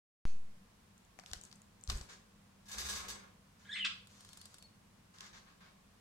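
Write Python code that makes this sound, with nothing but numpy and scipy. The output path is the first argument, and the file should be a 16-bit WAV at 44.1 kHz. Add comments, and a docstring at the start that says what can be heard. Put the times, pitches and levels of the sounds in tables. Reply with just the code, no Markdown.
"""A pop as the microphone opens, then wet claws and drops ticking on a shallow plastic tub in a small room.
A budgie leaves its bath there: wing beats push air on the microphone as it takes off for its wire cage.
It shakes its feathers until the wires ring, chirps once, scratches itself and shuffles on the perch.
Filtered noise makes feathers, knocks and air; gliding harmonics make the voice; dying sines ring tub and metal.
Echoes and a decaying tail place the bird in the room, over quiet air and a wavering hum."""
import sys
import numpy as np
from scipy import signal
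from scipy.fft import rfft, irfft, next_fast_len
from scipy.io import wavfile

SR = 44100
rng = np.random.default_rng(int(sys.argv[2]) if len(sys.argv) > 2 else 0)


def store_wav(level_fs):
    """Save 16-bit WAV to argv[1]."""
    pcm = np.round(np.clip(np.atleast_2d(level_fs), -1, 1) * 32767)
    wavfile.write(sys.argv[1], SR, pcm.T.astype(np.int16))


N = 264952
TIME = np.arange(N) / SR
POP_S, LANDING_S = 0.2535, 2.06  # the microphone opens; the bird lands on the cage
EDGE_HZ = 16100  # upper limit of the microphone's band


def amp(db):
    """Turns decibels into gain."""
    return 10 ** (np.asarray(db) / 20)


def unit(x):
    """Scales to rms 1."""
    return x / np.sqrt(np.mean(x ** 2) + 1e-20)


def read(points, hz):
    """Reads a table on a log-frequency axis."""
    f, value = np.transpose(points)
    return np.interp(np.log(hz + 1), np.log(f + 1), value)


def colour(x, points):
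    """Filters x with the spectrum of a table, then scales to rms 1."""
    size = next_fast_len(x.shape[-1])
    gain = amp(read(points, np.fft.rfftfreq(size, 1 / SR)))
    return unit(irfft(rfft(x, size) * gain, size)[..., :x.shape[-1]])


def band(x, lo_hz, hi_hz):
    """Passes one band."""
    sos = signal.butter(2, [lo_hz, min(hi_hz, SR / 2 - 1)], "band", fs=SR, output="sos")
    return signal.sosfilt(sos, x)


def resonance(x, hz, width_hz):
    """Passes x through one resonance of peak gain 1."""
    return signal.lfilter(*signal.iirpeak(hz, hz / width_hz, SR), x)


def wander(size, hz):
    """Draws a random drift of rms 1, smooth above hz."""
    lowpass = 1 + (np.fft.rfftfreq(size, 1 / SR) / hz) ** 4
    return unit(irfft(rfft(rng.standard_normal(size)) / lowpass, size))


def add(mix, start_s, sound):
    """Mixes a sound in at its start time."""
    part = mix[..., max(round(start_s * SR), 0):][..., :sound.shape[-1]]
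    part += sound[..., :part.shape[-1]]


def sides(left_db):
    """Gains of the two channels, the left louder than the right by left_db."""
    return amp([[left_db / 2], [-left_db / 2]])


def ring(modes, t):
    """Sums the dying sines of a struck body."""
    return sum(amp(db - 60 * t / t60_s) * np.sin(2 * np.pi * hz * t) for hz, db, t60_s in modes)


# The air that the feathers stir: pitch_hz [Hz], relative level_db [dB]
STIRRED_AIR = [(120, -9), (300, -4.5), (480, 1), (680, -5), (1100, 0.5), (1400, 0), (1680, 1), (1950, -4.5),
               (2400, -4.5), (3500, -11.5), (7000, -23.5)]
# The shake builds up, holds and dies away
SHAKE_START_S, SHAKE_RISE_S, SHAKE_EASE_S, SHAKE_END_S = 2.657, 0.12, 2.985, 3.332


def shake(air_db=-54, hiss_db=-43, throb_db=-56, beat_hz=27, depth=0.51,
          peak_s=2.888, hiss_width_s=0.14, throb_width_s=0.33):
    """The shaking body fans the air; its hardest part makes the feathers hiss and the cage throb."""
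    times_s = [SHAKE_START_S, SHAKE_START_S + SHAKE_RISE_S, SHAKE_EASE_S, SHAKE_END_S]
    level = np.interp(TIME, times_s, [0, 1, 1, 0])
    uneven_hz = beat_hz * (1 + 0.11 * wander(N, 9.1))
    beat = 1 + depth * np.sin(2 * np.pi * np.cumsum(uneven_hz) / SR)
    fanned = level * amp(air_db) * beat * colour(rng.standard_normal((2, N)), STIRRED_AIR)

    hiss_swell = level * np.exp(-((TIME - peak_s) / hiss_width_s) ** 2)
    hiss = hiss_swell * amp(hiss_db) * beat * band(barbs(), 500, 14000)

    throb_swell = level * np.exp(-((TIME - peak_s) / throb_width_s) ** 2)
    throb = throb_swell * amp(throb_db) * unit(band(rng.standard_normal(N), 49.5, 78))
    return fanned, hiss, throb


# The feathers' hiss: pitch_hz [Hz], relative level_db [dB]
FEATHER_HISS = [(900, -29), (2700, -6.5), (3700, -3.5), (4400, -0.5), (6000, -4), (7900, -2.5), (9000, -7),
                (11300, -10), (13500, -15), (16000, -29)]


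def barbs(grain_db=2.5, spread=1.0):
    """Feathers sliding over each other give a grainy hiss, partly alike on both sides."""
    grains = amp(grain_db * np.minimum(wander(N, 380), 2))
    shared = rng.standard_normal(N)
    return colour((shared + spread * rng.standard_normal((2, N))) * grains, FEATHER_HISS)


def flick(strokes, air_db, top_hz, rise_s=0.0026, fall_s=0.016):
    """Feather strokes (start_s, level_db, length_s) hiss and puff air: they start fast, sag and die."""
    lowpass = signal.butter(3, min(top_hz, EDGE_HZ), fs=SR, output="sos")
    hiss = signal.sosfilt(lowpass, barbs())
    level, t = np.zeros(N), TIME[:SR // 2]
    for start_s, db, length_s in strokes:
        fade = np.exp(-.5 * t / length_s - np.maximum(t - length_s, 0) / fall_s * 2)
        add(level, start_s, amp(db) * np.minimum(t / rise_s, 1) * fade)
    return level * (hiss + amp(air_db) * colour(rng.standard_normal((2, N)), STIRRED_AIR))


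# Wing beats flick the wet feathers: start_s [s], relative level_db [dB]
WING_FLICKS = [(1.264, -58.5), (1.325, -56.5), (1.433, -61), (1.887, -45), (1.945, -50), (2.008, -57.5)]
# The sharpest jerks of the shake: start_s [s], relative level_db [dB]
SHAKE_JERKS = [(2.655, -57.5), (2.683, -47), (2.713, -41), (2.78, -36.5), (2.885, -35.5), (2.952, -41),
               (3.082, -38)]
# The bird settles and shifts on the cage:
# start_s [s], relative level_db [dB], length_s [s], top_hz of the hiss [Hz]
PERCH_SHUFFLES = [(2.085, -50.5, 0.053, 8650), (3.59, -64.5, 0.15, 7900), (5.136, -59, 0.058, 9000),
                  (5.202, -51.5, 0.075, 7160), (5.327, -52.5, 0.057, 6600), (5.461, -59, 0.054, 4560),
                  (5.602, -58, .09, 4530)]


def rustles(beat_s=0.041, jerk_s=0.03, scratch_db=-61, hollow_db=-3):
    """Wing beats and jerks are short and bright, shuffles soft and hollow; scratching leaves a faint hiss."""
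    wings = flick([(s, db, beat_s) for s, db in WING_FLICKS], air_db=-1.5, top_hz=13700)
    jerks = flick([(s, db, jerk_s) for s, db in SHAKE_JERKS], air_db=-13.5, top_hz=15300)
    shuffles = sum(flick([(s, db, length_s)], air_db=-2.5, top_hz=top_hz, rise_s=0.0058)
                   for s, db, length_s, top_hz in PERCH_SHUFFLES)
    hollow = amp(hollow_db) * resonance(shuffles, 1700, 350)
    start_s, end_s = SCRATCH_BOUTS[0][0], SCRATCH_BOUTS[-1][1]
    raking = flick([(start_s, scratch_db, end_s - start_s)], air_db=-6, top_hz=11900, rise_s=0.043)
    return wings + jerks + shuffles + hollow + raking


# Resonances of the cage wires: pitch_hz [Hz], width_hz [Hz], relative level_db [dB]
CAGE_WIRES = [(1680, 40, -13), (3750, 60, -16), (4960, 120, -19), (6090, 30, -13), (7940, 90, -18),
              (11100, 200, -24), (12800, 25, -23), (14600, 100, -19), (15500, 100, -21)]


def wires(feathers, level_db=-60.5):
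    """While the bird shakes, its feather noise drives the narrow resonances of the cage wires."""
    shaking = (TIME > SHAKE_START_S) & (TIME < SHAKE_END_S)
    driven = feathers * shaking
    ringing = sum(amp(db) * unit(resonance(driven, hz, width_hz)) for hz, width_hz, db in CAGE_WIRES)
    return amp(level_db) * ringing


# Syllables of the chirp: start_s [s], length_s [s], relative level_db [dB],
# first_hz [Hz], last_hz [Hz], rough [0-1], beak opening [0-1]
CHIRP_SYLLABLES = [(3.648, 0.041, -59, 1517, 2033, 0.4, .05), (3.69, 0.021, -43.5, 1639, 1707, 0.1, 0.3),
                   (3.712, 0.01, -42.5, 1827, 1885, 0.25, 0.57),
                   (3.725, 0.013, -38, 1830, 1700, 0.14, 0.76),
                   (3.741, 0.0172, -41, 1998, 2080, 0.21, 0.57), (3.754, .04, -40, 1329, 1046, 0.6, 0.62),
                   (3.795, .042, -38, 1057, 923, 0.18, 0), (3.841, 0.0064, -31.5, 901, 860, 0.07, 0.4),
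                   (3.846, .018, -29, 831, 660, .5, 0.86)]


def chirp(level_db=-3):
    """The voice warbles upward, drops to a low buzz and ends in a harsh bark."""
    out = np.zeros(N)
    for start_s, length_s, db, *shape in CHIRP_SYLLABLES:
        add(out, start_s, amp(db + level_db) * syllable(length_s, *shape))
    return out


# The bird's throat: pitch_hz [Hz], relative shut_db with the beak nearly shut [dB], open_db [dB]
THROAT_COLOUR = [(720, -44, -58), (1030, -38, -4), (1330, 3, -10.5), (1540, 2.5, -8.5), (1960, -9, -24),
                 (2800, 21, -7), (3330, -12.5, -7), (3610, -8, 3.5), (4350, -29, -11.5), (5070, -41, 1.5),
                 (5770, -53, -7), (6700, -27.5, -26), (8400, -28, -11), (8740, -17, -31), (9700, -55, -55)]


def syllable(length_s, first_hz, last_hz, rough, beak, jitter=0.089, shimmer=0.4, rasp=0.83,
             rise_s=0.0037, fall_s=0.0057, sag_db=-1.5):
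    """One glide of the syrinx; the throat picks out its harmonics."""
    t = np.arange(0, length_s + fall_s, 1 / SR)
    hz = np.interp(t, [0, length_s], [first_hz, last_hz])
    unsteady = 1 + jitter * rough * wander(SR // 4, 620)[:len(t)]
    turns = np.cumsum(hz * unsteady) / SR
    k = np.arange(1, 15)[:, None]  # harmonic numbers
    shut_db, open_db = (read([(row[0], row[side]) for row in THROAT_COLOUR], k * hz) for side in (1, 2))
    # the beak's opening moves the throat from its shut colour to its open one
    weights = amp(shut_db + beak ** 2 * (open_db - shut_db)) * (k * hz < EDGE_HZ)
    # in the harsh parts the harmonics slip out of step and smear into a rasp
    drift = np.array([wander(SR // 4, 335)[:len(t)] for _ in k])
    slip = rng.random(k.shape) + rasp * rough * drift / 2
    harmonics = weights * np.cos(2 * np.pi * (k * turns + slip))
    voice = harmonics.sum(0) / np.sqrt((weights ** 2).sum(0) / 2)
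    envelope = np.minimum(t / rise_s, 1) * np.minimum((t[-1] - t) / fall_s, 1)
    flutter = 1 + shimmer * rough * wander(SR // 4, 300)[:len(t)]
    return envelope * amp(sag_db * t / length_s) * voice * flutter


# Thin, faint peeps: start_s [s], length_s [s], relative level_db [dB], pitch_hz [Hz]
FAINT_PEEPS = [(4.272, .08, -69, 4380), (4.385, 0.049, -61.5, 4350), (4.415, 0.062, -65, 4810),
               (4.591, .055, -68, 4400), (4.627, .042, -59.5, 4390), (5.615, .08, -70, 2230)]


def peeps(waver=0.0091):
    """Faint whistles swell and fade, each wavering about one pitch."""
    out = np.zeros(N)
    for start_s, length_s, db, hz in FAINT_PEEPS:
        t = np.arange(0, length_s, 1 / SR)
        turns = np.cumsum(hz * (1 + waver * wander(SR // 4, 250)[:len(t)])) / SR
        add(out, start_s, amp(db) * np.sin(np.pi * t / length_s) * np.sin(2 * np.pi * turns))
    return out


# Claws knock on the tub, later on the perch:
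# start_s [s], relative level_db [dB], relative dull_db of the lower band [dB], left_db over right [dB]
CLAW_TAPS = [(1.189, -55.5, 3, 13.5), (1.1966, -49, -4, 0), (1.2366, -58.5, 0, -9), (1.2608, -45, -30, -1),
             (1.314, -47, -8, 5), (1.3332, -32.5, -8, 4.5), (1.514, -53, -21, -2), (1.527, -47, -9.5, 11),
             (1.8755, -43, -16, 7), (1.8994, -32.5, -5.5, 11), (1.9023, -37, -23, -14),
             (1.919, -41, -33, 1), (2.012, -45.5, -6.5, 8), (5.1848, -52, -28, -5), (5.207, -44, -28, 0),
             (5.2655, -52, -23, -8)]


def taps(level_db=2.5, dull_trim_db=-1):
    """Claws knock on plastic and wood, each a short crack from its own side."""
    out = np.zeros((2, N))
    for start_s, db, dull_db, left_db in CLAW_TAPS:
        knock = tap(db + level_db, dull_db + dull_trim_db, bright_db=-42, t60_s=.014, bright_hz=13300)
        add(out, start_s, sides(left_db) * knock)
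    return out


# The ring of the tub: pitch_hz [Hz], relative level_db [dB], t60_s [s]
TUB_RING = [(732, 11, 0.029), (1197, 7, 0.015), (1440, -14, 0.13), (2470, 9, 0.011)]


def tap(db, dull_db, bright_db, t60_s, bright_hz, likeness=0.45, rise_s=0.0003,
        tub_db=-3, snap=0.65, snap_s=0.00054):
    """A tiny crack in three bands, sharpest at first; the duller it is, the more it rings the tub."""
    t = np.arange(SR // 12) / SR
    grit = rng.standard_normal((3, len(t)))
    # some of the grit is alike on both sides
    crack = (likeness * grit[2] + (1 - likeness) * grit[:2]) * amp(-60 * t / t60_s)
    crack = crack * np.minimum(t / rise_s, 1) * (1 + snap * np.exp(-t / snap_s))
    middle, dull, bright = band(crack, 2600, 6660), band(crack, 1080, 2530), band(crack, 6000, bright_hz)
    parts = (middle, dull, bright, ring(TUB_RING, t))
    gains = amp([0, dull_db, bright_db, 2 * dull_db + tub_db])
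    return 2 * amp(db) * sum(gain * part / np.abs(part).max() for gain, part in zip(gains, parts))


# Drops fall off the wet bird: start_s [s], relative level_db [dB]
FALLING_DROPS = [(.979, -57.5), (1.05, -61), (1.4133, -42), (1.4368, -43), (1.4514, -46), (1.618, -51.5),
                 (1.8115, -56), (1.8378, -41.5), (1.9734, -43)]
# Fine spray falls at random while it climbs out
SPRAY_START_S, SPRAY_END_S, SPRAY_PER_S, SPRAY_DB = 1.22, 1.75, 12, -56.5


def drips(level_db=-11, left_db=3):
    """Drops and fine spray land with small, bright ticks."""
    out = np.zeros((2, N))
    count = round(SPRAY_PER_S * (SPRAY_END_S - SPRAY_START_S))
    spray = [(s, SPRAY_DB) for s in rng.uniform(SPRAY_START_S, SPRAY_END_S, count)]
    for start_s, db in FALLING_DROPS + spray:
        tick = tap(db + level_db, dull_db=-19, bright_db=11, t60_s=0.0068, bright_hz=8360)
        add(out, start_s, sides(left_db) * tick)
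    return out


# Bouts of scratching: start_s [s], end_s [s], relative first_db and last_db of their ticks [dB]
SCRATCH_BOUTS = [(4.0715, 4.107, -53, -54), (4.207, 4.48, -51.5, -46), (4.542, 4.645, -48, -51.5)]


def scratches(level_db=1.5, left_db=2, fizz_db=-13, stroke_s=.0414, t60_s=.027):
    """The foot rakes the feathers in quick, even strokes, each a dry tick with a fizzy top."""
    out = np.zeros((2, N))
    for start_s, end_s, first_db, last_db in SCRATCH_BOUTS:
        times = np.arange(start_s, end_s, stroke_s)
        for s, db in zip(times, np.linspace(first_db, last_db, len(times))):
            tick = tap(db + level_db, dull_db=-10, bright_db=-4, t60_s=t60_s, bright_hz=9160)
            fizz = amp(db + fizz_db) * band(rng.standard_normal(tick.shape), 10000, 16000)
            fizz = fizz * amp(-60 * TIME[:tick.shape[1]] / t60_s)
            add(out, s, sides(left_db) * (tick + fizz))
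    return out


# Wing beats that push air on the microphone: peak time start_s [s], level_db [dB], pitch_hz [Hz]
WING_GUSTS = [(1.324, -46, 60), (1.369, -48.5, 53.6), (1.895, -31, 54), (1.93, -39, 50),
              (1.958, -32.5, 44.5), (2.015, -41.5, 57.4)]


def gusts(cycles=0.5, eddy_db=-19):
    """A wing beat is one swing of pressure with a few eddies behind it."""
    out = np.zeros(N)
    eddies = amp(eddy_db) * unit(band(rng.standard_normal(N), 23, 127))
    for peak_s, db, hz in WING_GUSTS:
        turns = (TIME - peak_s) * hz
        out += amp(db) * np.exp(-(turns / cycles) ** 2) * np.cos(2 * np.pi * turns)
        out += amp(db) * np.exp(-(turns - 1) ** 2 / 2) * eddies  # centred one cycle later
    return out


# The hollow cage tray below the bird: pitch_hz [Hz], width_hz [Hz], relative level_db [dB]
CAGE_TRAY = [(1114, 210, -4), (1573, 52, -5), (2110, 330, -5), (3500, 1000, -8.5), (6100, 1400, -5.5)]


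def tray(x, direct_db=-3):
    """Once the bird has landed, its rustles ring in the tray."""
    ringing = sum(amp(db) * resonance(x, hz, width_hz) for hz, width_hz, db in CAGE_TRAY)
    return np.where(TIME > LANDING_S, amp(direct_db) * x + ringing, x)


# Early reflections from floor, tray and wall: left_s delay [s], right_s delay [s], level_db [dB]
EARLY_ECHOES = [(.0011, 0.001282, -16.5), (.0027, .0023, -19), (.0049, .0054, -15), (.0083, .0077, -17),
                (0.0121, .0133, -10)]


def reflect(x):
    """The direct sound meets its first echoes, which comb the spectrum."""
    both = x * np.ones((2, 1))
    out = both.copy()
    for *delays_s, db in EARLY_ECHOES:
        for channel, delay_s in enumerate(delays_s):
            add(out[channel], delay_s, amp(db) * both[channel])
    return out


def spaced(x, count=7):
    """Sound reaches the right microphone a few samples after the left."""
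    return np.array([x[0], np.pad(x[1], (count, 0))[:N]])


# Room decay: pitch_hz [Hz], t60_s [s]
ROOM_DECAY = [(200, 0.81), (1500, 0.35), (5000, 0.37), (9000, 0.33), (15000, 0.099)]


def room(x):
    """Sparse random reflections of a small room die away, the bass lingering longest."""
    reflections = rng.standard_normal((2, SR // 2)) * (rng.random((2, SR // 2)) < .15)
    reflections[:, :round(.004 * SR)] = 0
    hz, t, bins = signal.stft(reflections, SR, nperseg=256)
    decay = amp(-60 * t / read(ROOM_DECAY, hz)[:, None])
    tail = signal.istft(bins * decay, SR, nperseg=256)[1]
    return signal.oaconvolve(np.atleast_2d(x), tail / np.linalg.norm(tail[0]), axes=1)[:, :N]


# Faint metal ring at the pop: pitch_hz [Hz], relative level_db [dB], t60_s [s]
METAL_RING = [(644, -70, 0.33), (2580, -69, 0.81), (4300, -67, 0.3), (4370, -65, .28), (6430, -63, 0.29),
              (6630, -69, 0.19), (8900, -67, 0.23)]


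def ping(level_db=-3, clatter_db=-64, fade_s=0.051):
    """A faint metallic clink dies away in the room just as the microphone opens."""
    t, out = TIME[:SR], np.zeros(N)
    clatter = amp(clatter_db) * np.exp(-t / fade_s) * unit(band(rng.standard_normal(SR), 640, 6200))
    metal = amp(level_db) * ring(METAL_RING, t) * (1 + 0.43 * wander(SR, 80))
    add(out, POP_S, metal + clatter)
    return out + amp(0.5) * room(out)


# Spectrum of the room air: pitch_hz [Hz], relative level_db per Hz [dB]
ROOM_AIR = [(15, -46), (25, -8), (70, -8.5), (102, -6.5), (123, -10.5), (200, -3.5), (249, -13.5),
            (317, -17.5), (863, -20), (1070, -17), (1190, -20.5), (1440, -21.5), (2050, -23.5),
            (8830, -30.5), (16000, -40)]
# Left-right likeness of the air: pitch_hz [Hz], likeness [0-1]
AIR_LIKENESS = [(100, 0.97), (200, 0.92), (400, 0.057), (1000, 0.14), (3000, 0.015)]
# Mains hum: pitch_hz [Hz], level_db before the swell [dB]
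MAINS_HUM = [(100, -75.5), (200, -72), (484, -86), (1066, -98.5)]
# The hum swells and sinks: time_s [s], gain_db [dB]
HUM_GAIN = [(.3, 3.5), (1.0, -4.5), (1.8, -3), (2.4, -1), (3.0, 8), (3.5, -4), (3.85, 7.5), (4.35, -2),
            (6, -8)]


def air(air_db=-65):
    """Quiet room air, alike on both sides in the bass, with a wavering hum of narrow noise bands."""
    size = next_fast_len(N)
    left, other = rfft(rng.standard_normal((2, size)))
    same = np.clip(read(AIR_LIKENESS, np.fft.rfftfreq(size, 1 / SR)), 0, 1)
    right = same * left + np.sqrt(1 - same ** 2) * other
    noise = colour(irfft(np.array([left, right]), size)[:, :N], ROOM_AIR)
    hum = sum(amp(db) * unit(band(rng.standard_normal(N), hz - 9, hz + 9)) for hz, db in MAINS_HUM)
    return amp(air_db) * noise + hum * amp(np.interp(TIME, *np.transpose(HUM_GAIN)))


def scene():
    """Taps are near and dry; the feathers and the voice carry more of the room."""
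    near = taps() + drips() + scratches()
    fanned, hiss, throb = shake()
    feathers = rustles() + hiss
    far = reflect(tray(amp(-6) * feathers + fanned)) + wires(feathers)
    body = near + amp(-11) * room(near) + sides(0.6) * (far + amp(-3.5) * room(far))

    voice = band(band(chirp(), 1140, 8800), 1140, 8800)  # twice, for steeper edges
    whistle = peeps()
    call = reflect(voice) + amp(-3) * room(voice) + whistle + amp(-7) * room(whistle)
    return spaced(body) + call + ping() + gusts() + throb + air()


def record(dry, pop_db=-26.0, settle_s=0.17, edge_s=.00004, rebound=0.43, rebound_s=0.00048):
    """The microphone opens with a step of offset that rebounds once and settles; then the band limit."""
    since = np.maximum(TIME - POP_S, 0)
    dip = rebound * np.exp(-(2 * (since / rebound_s - 1)) ** 2 / 2)
    step = (1 - np.exp(-since / edge_s)) * (1 - dip)
    pop = amp(pop_db) * step * np.exp(-(since / settle_s) ** 2)
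    live = (TIME >= POP_S) * dry - pop
    lowpass = signal.firwin(511, EDGE_HZ, window=("kaiser", 9), fs=SR)
    return signal.oaconvolve(live, lowpass[None], "same")


dry = scene()
out = record(dry)
store_wav(out)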